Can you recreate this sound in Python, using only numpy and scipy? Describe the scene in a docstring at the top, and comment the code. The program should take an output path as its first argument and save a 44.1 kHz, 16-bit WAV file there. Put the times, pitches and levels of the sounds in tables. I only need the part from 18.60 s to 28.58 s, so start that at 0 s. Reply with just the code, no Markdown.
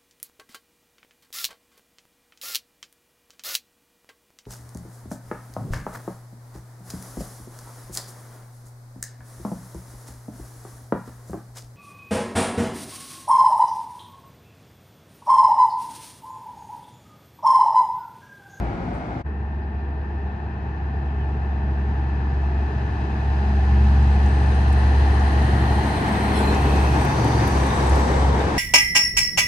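"""A wide town street with road trains. One, already past, hums briefly and drops away; then a
six-cylinder diesel with three tank trailers comes from far off and passes. Its firings make the exhaust
drone and a block clatter that brightens as it nears; the turbo whistles and the gears whine. The running
gear squeaks, rattles and ticks, and at last the trailer tyres roar on coarse asphalt.
Distant traffic and a few bird calls lie behind it."""
import sys
import numpy as np
from scipy import signal
from scipy.fft import rfft, irfft, next_fast_len
from scipy.io import wavfile

SR = 44100
rng = np.random.default_rng(int(sys.argv[2]) if len(sys.argv) > 2 else 0)


def generate_wav(signal):
    """Clip the signal to [-1, 1] and save it as 16-bit WAV at the path in sys.argv[1]."""
    frames = np.transpose(np.atleast_2d(signal))
    scaled = np.clip(frames, -1, 1) * 32767
    pcm = np.round(scaled).astype(np.int16)
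    wavfile.write(sys.argv[1], SR, pcm)


N = 440118
# the drive past: the cab is level with the listener at ABREAST_S, ROADSIDE_M away
ABREAST_S, SPEED_M_PER_S, ROADSIDE_M = 7.91, 12.26, 17.66


# fade-in of the main truck and the traffic bed: t/s, gain 0-1
ENTRANCE = [(.63, 0), (.645, .25), (.665, 1)]

def passing_truck():
    """The engine leads, the trailer tyres take over as the cab goes by, and traffic lies underneath."""
    fade, = in_time(ENTRANCE)
    return fade * (tractor() + trailers() + distant_traffic())


# firing rate, sinking as the engine goes by: t/s, f/Hz
FIRING_RATE = [(0.7, 70.6), (1.9, 70.2), (3.1, 69.0), (5.05, 68.9), (6.6, 69.8), (8.4, 69.4), (8.9, 67.8),
               (9.5, 67.6), (9.97, 66.8)]
# the driver opens the throttle on the way in: t/s, load/dB
ENGINE_LOAD = [(1.8, -6), (3.0, -8.5), (4.6, -3), (5.1, 2), (6.3, 1), (9.9, -2)]

def tractor():
    """The engine grows as it nears, is loudest towards the front and clatters more brightly under load."""
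    near_db, air_db, facing = pass_by(behind_m=0, length_m=0)
    firing_hz, = in_time(FIRING_RATE)
    load_db, = in_time(ENGINE_LOAD)
    crank = phase_of(firing_hz) / 3  # three firings a turn
    treble_db = air_db + 0.31 * load_db
    block = clatter(crank, facing)
    block = through_air(block, treble_db, knee_hz=1040, reference_hz=4430, steepness=1, flicker_db=0.08)
    block = from_db(-31.5 + near_db + 4.5 * facing) * block
    pipe = exhaust(crank, overtones_db=-28 + near_db + 6 * facing)
    return block + pipe + turbo() + gears(level_db=-60 + near_db + 18 * facing)


# the drone swells and sinks along the street: t/s, level/dB
DRONE_LEVEL = [(0.7, -26), (0.77, -27.5), (1.65, -26.5), (1.7, -31), (2.53, -24), (3.94, -21.5),
               (4.33, -26), (5.23, -14), (5.93, -17.5), (6.32, -15), (7.19, -20.5), (7.37, -28.5),
               (8.2, -17), (8.53, -26.5), (9.0, -20.5), (9.12, -28), (9.33, -15.5), (9.46, -23.5),
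               (9.69, -17), (9.95, -30)]
# rides of the three lead overtones: t/s, level/dB at 5, at 6 and at 9 times the crank speed
LEAD_OVERTONES = [(0.7, -52, -48, -41.5), (1.8, -53, -44, -47), (2.7, -37.5, -35, -37.5),
                  (4.3, -29.5, -34, -42.5), (4.8, -37, -33, -32), (5.15, -24, -31, -28.5),
                  (5.8, -28, -27.5, -30.5), (6.4, -27.5, -37, -38), (7.1, -27.5, -27.5, -28),
                  (7.8, -43, -32.5, -28), (8.3, -30, -26.5, -36), (8.8, -21, -25, -31.5),
                  (9.3, -51, -28.5, -54), (9.95, -47, -32, -30)]
# overtones that fill out the drone: multiple of the crank speed, relative level/dB
FILL_OVERTONES = [(1.5, -25), (2, -12), (3.5, -14), (4, -9.5), (4.5, -7.5), (5.5, -17), (7, -14), (8, -14),
                  (13.5, -18), (14.5, -19), (17.5, -19)]

def exhaust(crank, overtones_db, sway_db=1.7, echo_rad=0.3):
    """Firings give the drone, unequal cylinders add other crank orders; echoes waver the overtones."""
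    drone_db, = in_time(DRONE_LEVEL)
    out = np.sqrt(2) * from_db(drone_db + 0.4 * drift(8)) * np.cos(3 * crank)
    strong = list(zip((5, 6, 9), in_time(LEAD_OVERTONES)))
    weak = [(order, db + overtones_db) for order, db in FILL_OVERTONES]
    for order, db in strong + weak:
        # order 6 lines up with the firings and sharpens each pulse; the others fall anywhere
        offset = rng.uniform(0, 2 * np.pi) * (order != 6)
        gain = from_db(db + sway_db * drift(5))
        out = out + gain * np.cos(order * crank + echo_rad * drift(4) + offset)
    return out


# tone curve of the combustion noise: f/Hz, relative level/dB
COMBUSTION = [(140, -23), (230, 3), (356, 0), (496, -8.5), (561, -28.5), (623, -4), (796, -5.5),
              (1390, -14.5), (1810, -8), (2270, -17), (2570, -15.5), (4190, -27), (7330, -38), (8720, -35),
              (11300, -41), (13000, -52.5), (15000, -58.5)]
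# the road echo scoops one band and lifts its neighbours: f/Hz, width/Hz, gain/dB
ROAD_ECHO = [(402, 140, 3), (560, 62, -5), (793, 300, 4)]
# block and intake resonances, head-on: f/Hz, width/Hz, gain/dB
FRONT_RING = [(840, 220, 4.5), (1410, 19, -3.5), (1620, 350, 3), (2130, 210, -2.5), (2590, 350, 6.5),
              (4110, 560, 7), (4900, 400, 12), (6220, 1400, 8.5)]
# engine resonances, side-on: f/Hz, width/Hz, gain/dB
FLANK_RING = [(790, 300, 6), (2040, 400, -4), (2600, 300, -8), (3060, 510, 5.5), (4190, 600, 13),
              (4870, 400, 6.5), (6500, 800, -1)]

def clatter(crank, facing, pulse_depth=0.076):
    """Combustion noise rings in the block, swells with each firing and crossfades from front to flank."""
    pulse = 1 + pulse_depth * np.cos(3 * crank)
    colour_db = over_hz(COMBUSTION) + bumps_db(ROAD_ECHO) + notches_db()
    front = street_noise(colour_db + bumps_db(FRONT_RING), lead_from("ahead"))
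    flank = street_noise(colour_db + bumps_db(FLANK_RING), lead_from("right"))
    ahead = np.clip(facing, 0, 1)
    return pulse * (ahead * front + np.sqrt(1 - ahead ** 2) * flank)


# the turbo spools up and eases off: t/s, f/Hz
TURBO_PITCH = [(5.3, 7550), (5.55, 8020), (5.82, 8490), (6.1, 8730), (6.45, 8860), (6.8, 8840), (7.3, 8620),
               (7.56, 8440), (7.76, 8570), (8.66, 8310), (9.15, 7970), (9.95, 7640)]
# its whistle comes and goes between the trailers: t/s, level/dB
TURBO_RIDE = [(0, -140), (5.25, -82), (5.68, -64), (6.3, -65), (7.1, -58.5), (7.5, -54.5), (8.4, -56),
              (8.75, -61), (9.15, -53.5), (9.8, -61), (9.92, -76)]

def turbo():
    """The spinning turbocharger whistles high, to the right."""
    hz, = in_time(TURBO_PITCH)
    level_db, = in_time(TURBO_RIDE)
    return whistle(hz, level_db, blur=0.0065, flutter_db=3, left_db=-10)


# pitch of the gear whine: t/s, f/Hz
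GEAR_PITCH = [(0.7, 1806), (4.2, 1740), (7.2, 1760)]

def gears(level_db):
    """The spinning gears give a thin whine, to the left."""
    hz, = in_time(GEAR_PITCH)
    return whistle(hz, level_db, blur=0.01095, flutter_db=1.5, left_db=13)


# low end of the chassis: f/Hz, relative level/dB
CHASSIS_RUMBLE = [(22, -35), (42, -13), (60, 5), (90, 5.5), (125, 2.5), (170, 0.5), (225, 0.5), (280, -25),
                  (400, -53), (2000, -120)]

def trailers(tyre_falloff=1.45, rumble_falloff=0.7):
    """Tyres, rattle and rumble swell, then hold as the trailers file past; falloff 1 is 1/distance."""
    near_db, air_db, _ = pass_by(behind_m=7.6, length_m=30)
    rolling = from_db(-25) * tyres() + rattle()
    roar = through_air(rolling, air_db, knee_hz=1020, reference_hz=4700, steepness=0.42, flicker_db=0.8)
    rumble = street_noise(over_hz(CHASSIS_RUMBLE))
    return from_db(tyre_falloff * near_db) * roar + from_db(-26 + rumble_falloff * near_db) * rumble


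# tone curve of the tyre roar: f/Hz, relative level/dB
TREAD_ROAR = [(140, -12.5), (230, -2.5), (269, 3.5), (471, -2.5), (505, -4.5), (575, -7.5), (884, -0.5),
              (1370, -18), (1720, -12.5), (3110, -26), (5940, -30.5), (7330, -36), (7990, -37),
              (11000, -47.5), (15000, -62.5)]
# the road echo hollows it out: f/Hz, width/Hz, gain/dB
TREAD_ECHO = [(567, 80, -2.5), (1350, 440, 0.5), (3150, 460, 1)]

def tyres(patchy_db=0.67):
    """Many treads roar on coarse, uneven asphalt."""
    colour_db = over_hz(TREAD_ROAR) + bumps_db(TREAD_ECHO) + notches_db()
    return from_db(patchy_db * drift(15)) * street_noise(colour_db, lead_from("right"))


# ring of the loose chassis parts: f/Hz, width/Hz, relative level/dB
LOOSE_PARTS = [(2000, 560, -3.5), (3630, 330, -0.5), (4400, 700, -7.5)]

def rattle(knocks_per_s=35, t60_s=0.08):
    """Loose parts are knocked at random and ring briefly."""
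    out, decay = 0, from_db(-60 / (t60_s * SR))
    for hz, width, db in LOOSE_PARTS:
        knocks = (rng.random(N) < knocks_per_s / SR) * rng.random(N)
        envelope = signal.lfilter([1], [1, -decay], knocks + 1e-18)
        out = out + from_db(db - 46) * envelope * narrow_tones([(hz, width, 0)])
    return out


# whooshes of the close pass: t/s, length/s, level/dB, f/Hz, width/Hz
WHOOSHES = [(6.97, 1.9, -42.5, 1860, 280), (7.66, 1, -40.5, 2000, 1100), (8.08, 1.2, -42.5, 2560, 330),
            (8, 2.3, -56.5, 10700, 4700), (8.77, 1.2, -49, 6000, 1500), (8.76, 0.64, -47, 4650, 790),
            (9.14, 1.05, -54.5, 10100, 3100), (8.95, 0.7, -45, 2400, 900), (9.15, 0.41, -49.5, 3840, 500),
            (9.4, 0.6, -47, 4800, 4700), (7.8, 0.45, -38, 396, 46), (9.63, 1.14, -32.5, 486, 230),
            (9.36, 0.7, -35, 1020, 500)]

def broadside():
    """Engine side, exhaust stack, intake hiss, drive tyres and trailer axles each sweep by."""
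    return swells(WHOOSHES)


# squeaks of the running gear: t/s, length/s, level/dB, f/Hz
SQUEAK_TONES = [(7.74, 0.06, -40.5, 4100), (7.795, 0.155, -39.5, 4110), (7.735, 0.075, -48, 5350),
                (7.76, 0.19, -53.5, 7520), (7.742, 0.085, -44.5, 10780), (7.845, 0.05, -50, 10780),
                (7.775, 0.15, -59, 13540), (9.345, 0.075, -57, 13000)]
# the metal rasps as the long squeak takes hold: t/s, length/s, level/dB, f/Hz, width/Hz
SQUEAK_RASP = [(7.78, 0.13, -46.5, 3360, 300), (7.78, 0.07, -48, 8100, 1000),
               (7.78, 0.07, -51, 10000, 1100)]

def squeaks(waver_hz=50, flutter_db=3):
    """Dry metal rubs: each tone swells, wavers and dies, with a rasp of noise on the long one."""
    out = np.zeros((2, N))
    for s, length, db, hz in SQUEAK_TONES:
        span = slice(round(s * SR), round((s + length) * SR))
        swell = np.sin(np.linspace(0, np.pi, span.stop - span.start))
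        for side in out:
            gain = np.sqrt(2) * from_db(db + flutter_db * drift(50)[span])
            side[span] += swell * gain * np.sin(phase_of(hz + waver_hz * drift(120)[span]))
    return out + swells(SQUEAK_RASP)


# ticks of grit and couplings: t/s, level before filtering/dB, f/Hz, t60/s
TICK_HITS = [(0.340, -56, 8700, .25), (5.4267, -39, 6500, .02), (5.6606, -36, 7100, .025),
             (6.128, -33, 8800, .018), (6.5957, -36, 6214, .015), (6.827, -37, 8590, .015),
             (7.945, -28, 6500, .04), (8.412, -36, 9900, .06), (8.45, -28, 9730, .014),
             (8.6444, -27, 9400, 0.014), (8.682, -37, 10800, .02), (8.876, -23, 10700, .012),
             (8.914, -41, 11000, .03), (9.066, -30, 8600, .018), (9.296, -24.5, 8400, .016),
             (9.357, -30, 8860, .02)]

def ticks(scatter_db=-20, scatter_t60_s=0.13):
    """Each tick is a bright crack that rings out, with a faint scatter from the house fronts."""
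    out, age = np.zeros((2, N)), np.arange(SR // 4) / SR
    for s, db, hz, t60 in TICK_HITS:
        band = signal.butter(3, [hz * 0.8, hz * 1.22], "band", fs=SR, output="sos")
        fade = from_db(-60 * age / t60) + from_db(scatter_db - 60 * age / scatter_t60_s)
        burst = fade * rng.standard_normal((2, len(age)))
        start = round(s * SR)
        out[:, start:start + len(age)] += from_db(db) * signal.sosfilt(band, burst)
    return out


# the first truck holds, then drops away fast: t/s, level/dB
LEAVING_LEVEL = [(0, -28), (0.3, -29), (0.595, -29.5), (0.615, -31), (0.635, -58), (0.67, -120)]
# tone curve of its road noise: f/Hz, relative level/dB
LEAVING_ROAR = [(24, -51), (40, -7.5), (81, -4), (112, 0.5), (143, -6.5), (187, -5.5), (313, -8),
                (487, -17.5), (758, -14), (920, -17), (1050, -23.5), (1620, -28), (1790, -30),
                (2170, -28.5), (3140, -42), (4880, -47.5), (9000, -64), (14000, -80)]
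# its exhaust notes and tyre hum: f/Hz, width/Hz, relative level/dB
LEAVING_HUM = [(59.2, 3.6, 2), (113.4, 0.63, -1.5), (181, 1.9, -12.5), (308.7, 12, -13), (693, 52, -9.5),
               (796, 25, -12.5)]

def leaving_truck():
    """Tyre roar, tread hum and a low exhaust note from a truck already past."""
    level_db, = in_time(LEAVING_LEVEL)
    roar = street_noise(over_hz(LEAVING_ROAR) + notches_db(), lead_from("left"))
    hum = narrow_tones(LEAVING_HUM)
    return from_db(level_db) * roar + from_db(level_db - 1.5) * hum


# tone curve of the traffic bed: f/Hz, relative level/dB
TRAFFIC_BED = [(30, -38), (110, -13), (210, -11.5), (420, -5.5), (560, -22.5), (1500, -56), (8000, -110)]

def distant_traffic():
    """Far-off traffic merges into a dull, steady wash."""
    return from_db(-48) * street_noise(over_hz(TRAFFIC_BED))


# short falling calls, far off: t/s, length/s, level/dB, start f/Hz, end f/Hz
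BIRD_CALLS = [(1.01, 0.055, -71, 5050, 4700), (1.17, 0.07, -70, 5600, 3400), (2.465, 0.06, -59, 3170, 2900),
              (2.575, 0.095, -55, 3330, 2650)]

def bird(blur=0.025):
    """Each call swells and slides down; echoes blur its pitch differently on each side."""
    out = np.zeros((2, N))
    for side in out:
        waver = 1 + blur * drift(120)
        for s, length, db, start_hz, end_hz in BIRD_CALLS:
            span = slice(round(s * SR), round((s + length) * SR))
            progress = np.linspace(0, 1, span.stop - span.start)
            hz = (start_hz + (end_hz - start_hz) * progress) * waver[span]
            side[span] += np.sqrt(2) * from_db(db) * np.sin(np.pi * progress) * np.sin(phase_of(hz))
    return out


def pass_by(behind_m, length_m, air_db_per_m=0.155):
    """A moving part's level and treble (dB against its nearest point) and its facing (1 = head-on)."""
    to_go = SPEED_M_PER_S * (ABREAST_S - seconds()) + behind_m
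    along = to_go - np.clip(to_go, -length_m, 0)  # zero while any of its length is abreast
    distance = np.hypot(along, ROADSIDE_M)
    near_db = 20 * np.log10(ROADSIDE_M / distance)
    air_db = -air_db_per_m * (distance - ROADSIDE_M)
    return near_db, air_db, along / distance


def through_air(x, treble_db, knee_hz, reference_hz, steepness, flicker_db):
    """Distance dulls the top (treble_db at reference_hz); shifting echoes make each band come and go."""
    centres = np.geomspace(450, 14000, 11)
    bins, out = rfft(x, next_fast_len(N, True)), 0
    for hz, pick in zip(centres, np.eye(len(centres))):
        band = to_wave(bins * over_hz(np.c_[centres, pick]))
        share = (max(hz - knee_hz, 0) / (reference_hz - knee_hz)) ** steepness
        out = out + band * from_db(treble_db * share + flicker_db * drift(3.9))
    return out


def whistle(hz, db, blur, flutter_db, left_db):
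    """A spinning part sings; scattered paths blur and flutter the tone differently on each side."""
    sides = []
    for pan_db in (left_db / 2, -left_db / 2):
        tone = np.sin(phase_of(hz * (1 + blur * drift(120))))
        sides.append(tone * from_db(db + flutter_db * drift(20) + pan_db))
    return np.sqrt(2) * np.array(sides)


def swells(rows):
    """Bands of noise that each swell to a peak at their time and fade."""
    out = 0
    for s, length, db, hz, width in rows:
        envelope = np.exp(-(2 * (seconds() - s) / length) ** 2)
        out = out + from_db(db) * envelope * narrow_tones([(hz, width, 0)])
    return out


def narrow_tones(modes):
    """Unsteady tones: noise in narrow resonances."""
    power = 0
    for hz, width, db in modes:
        detuning = 2 * (bins_hz() - hz) / width
        power = power + from_db(db) ** 2 / width / (1 + detuning ** 2 / 2) ** 4
    return street_noise(10 * np.log10(power))


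# how alike the two sides are: f/Hz, correlation -1..1
STEREO_LIKENESS = [(60, 0.99), (99, 0.98), (160, 0.95), (270, 0.93), (450, 0.8), (740, 0.63), (1220, -0.15),
                   (2010, 0.16), (3330, 0.2), (5500, 0.07), (9500, -0.11), (12000, 0.8)]
# bands where the stereo image is wider (+) or narrower (-): f/Hz, width/Hz, side gain/dB
STEREO_WIDTH = [(560, 130, 12.5), (760, 410, -3), (1435, 340, 7), (2200, 220, -1), (2620, 300, -5),
                (3700, 400, 3), (4400, 600, -2), (6300, 600, 0)]
# balance across the spectrum: f/Hz, left minus right/dB
STEREO_BALANCE = [(400, 1), (620, 2.5), (1200, 3.5), (1790, 3), (2500, -0.5), (3400, -1.5), (5700, 2.5),
                  (8800, -10), (11500, -0.5)]

def street_noise(spectrum_db, lead=0):
    """Stereo noise with a mid of rms 1, centred in the bass, diffuse higher up; left leads by `lead`."""
    alike = np.clip(over_hz(STEREO_LIKENESS), -0.5, 1)
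    width = np.sqrt((1 - alike) / (1 + alike)) * from_db(bumps_db(STEREO_WIDTH))
    signs, mid = np.array([[1], [-1]]), random_bins()
    side = np.sqrt(1 - lead ** 2) * random_bins() + 1j * lead * mid
    colour = from_db(spectrum_db + signs * over_hz(STEREO_BALANCE) / 2)
    wave = to_wave((mid + signs * width * side) * colour)
    return wave / np.std(wave.mean(axis=0))


# phase lead of the left side (-1..1): f/Hz, source on the left, far ahead, going by to the right
LEFT_LEAD = [(100, .8, .5, -.4), (400, .8, .7, -.6), (580, .6, 0, -.7), (920, .6, .9, .1),
             (1200, .3, .5, .1), (1550, 0, -.5, -.4), (1850, -.2, .5, -.5), (2250, -.2, -.6, -.4),
             (2700, .4, .5, -.3), (4300, -.1, .7, -.2), (6500, 0, .3, .1), (9000, 0, .1, .1)]

def lead_from(direction):
    """How far the left side leads, by frequency, for a source in this direction."""
    column = {"left": 1, "ahead": 2, "right": 3}[direction]
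    return over_hz([(row[0], row[column]) for row in LEFT_LEAD])


# narrow dips of the microphone: f/Hz, width/Hz, gain/dB
TREBLE_NOTCHES = [(5270, 220, -4), (7450, 400, -6), (9520, 250, -3)]

def notches_db():
    """Notches that thin the treble of the engine and tyre noise."""
    return bumps_db(TREBLE_NOTCHES)


def drift(rate_hz):
    """Smooth random wander with spread 1, mostly slower than rate_hz."""
    step, settle = 40, 2000
    pole = np.exp(-2 * np.pi * rate_hz * step / SR)
    noise = rng.standard_normal(N // step + settle + 2)
    slow = signal.lfilter([1], [1, -2 * pole, pole * pole], noise)[settle:]
    return np.interp(np.arange(N) / step, np.arange(len(slow)), slow / np.std(slow))


def from_db(db):
    """Decibels to gain."""
    return 10 ** (np.asarray(db) / 20)


def seconds():
    """The time of every sample."""
    return np.arange(N) / SR


def phase_of(hz):
    """Phase angle of something turning at this rate."""
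    return 2 * np.pi * np.cumsum(hz) / SR


def in_time(rows):
    """Each column of a curve, joined by straight lines in time."""
    s, *columns = np.transpose(rows)
    return [np.interp(seconds(), s, column) for column in columns]


def bins_hz():
    """The frequency of every spectral bin."""
    size = next_fast_len(N, True)
    return np.maximum(np.arange(size // 2 + 1) * SR / size, 1)


def over_hz(points):
    """A curve joined by straight lines on a log-frequency axis."""
    hz, value = np.transpose(points)
    return np.interp(np.log(bins_hz()), np.log(hz), value)


def bumps_db(peaks):
    """Bell-shaped boosts and cuts."""
    return sum(db * np.exp(-(2 * (bins_hz() - hz) / width) ** 2) for hz, width, db in peaks)


def random_bins():
    """The spectrum of white noise."""
    return rng.standard_normal(len(bins_hz())) + 1j * rng.standard_normal(len(bins_hz()))


def to_wave(bins):
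    """Spectrum to samples."""
    return irfft(bins, next_fast_len(N, True))[..., :N]


def scene():
    """One truck after the other, with the small noises of their running gear and a distant bird."""
    running_gear = squeaks() + ticks()
    return leaving_truck() + passing_truck() + broadside() + running_gear + bird()


def record(dry):
    """A steep high cut at 15.5 kHz."""
    return signal.sosfilt(signal.ellip(10, 0.1, 80, 15500, fs=SR, output="sos"), dry)


dry = scene()
out = record(dry)
generate_wav(out)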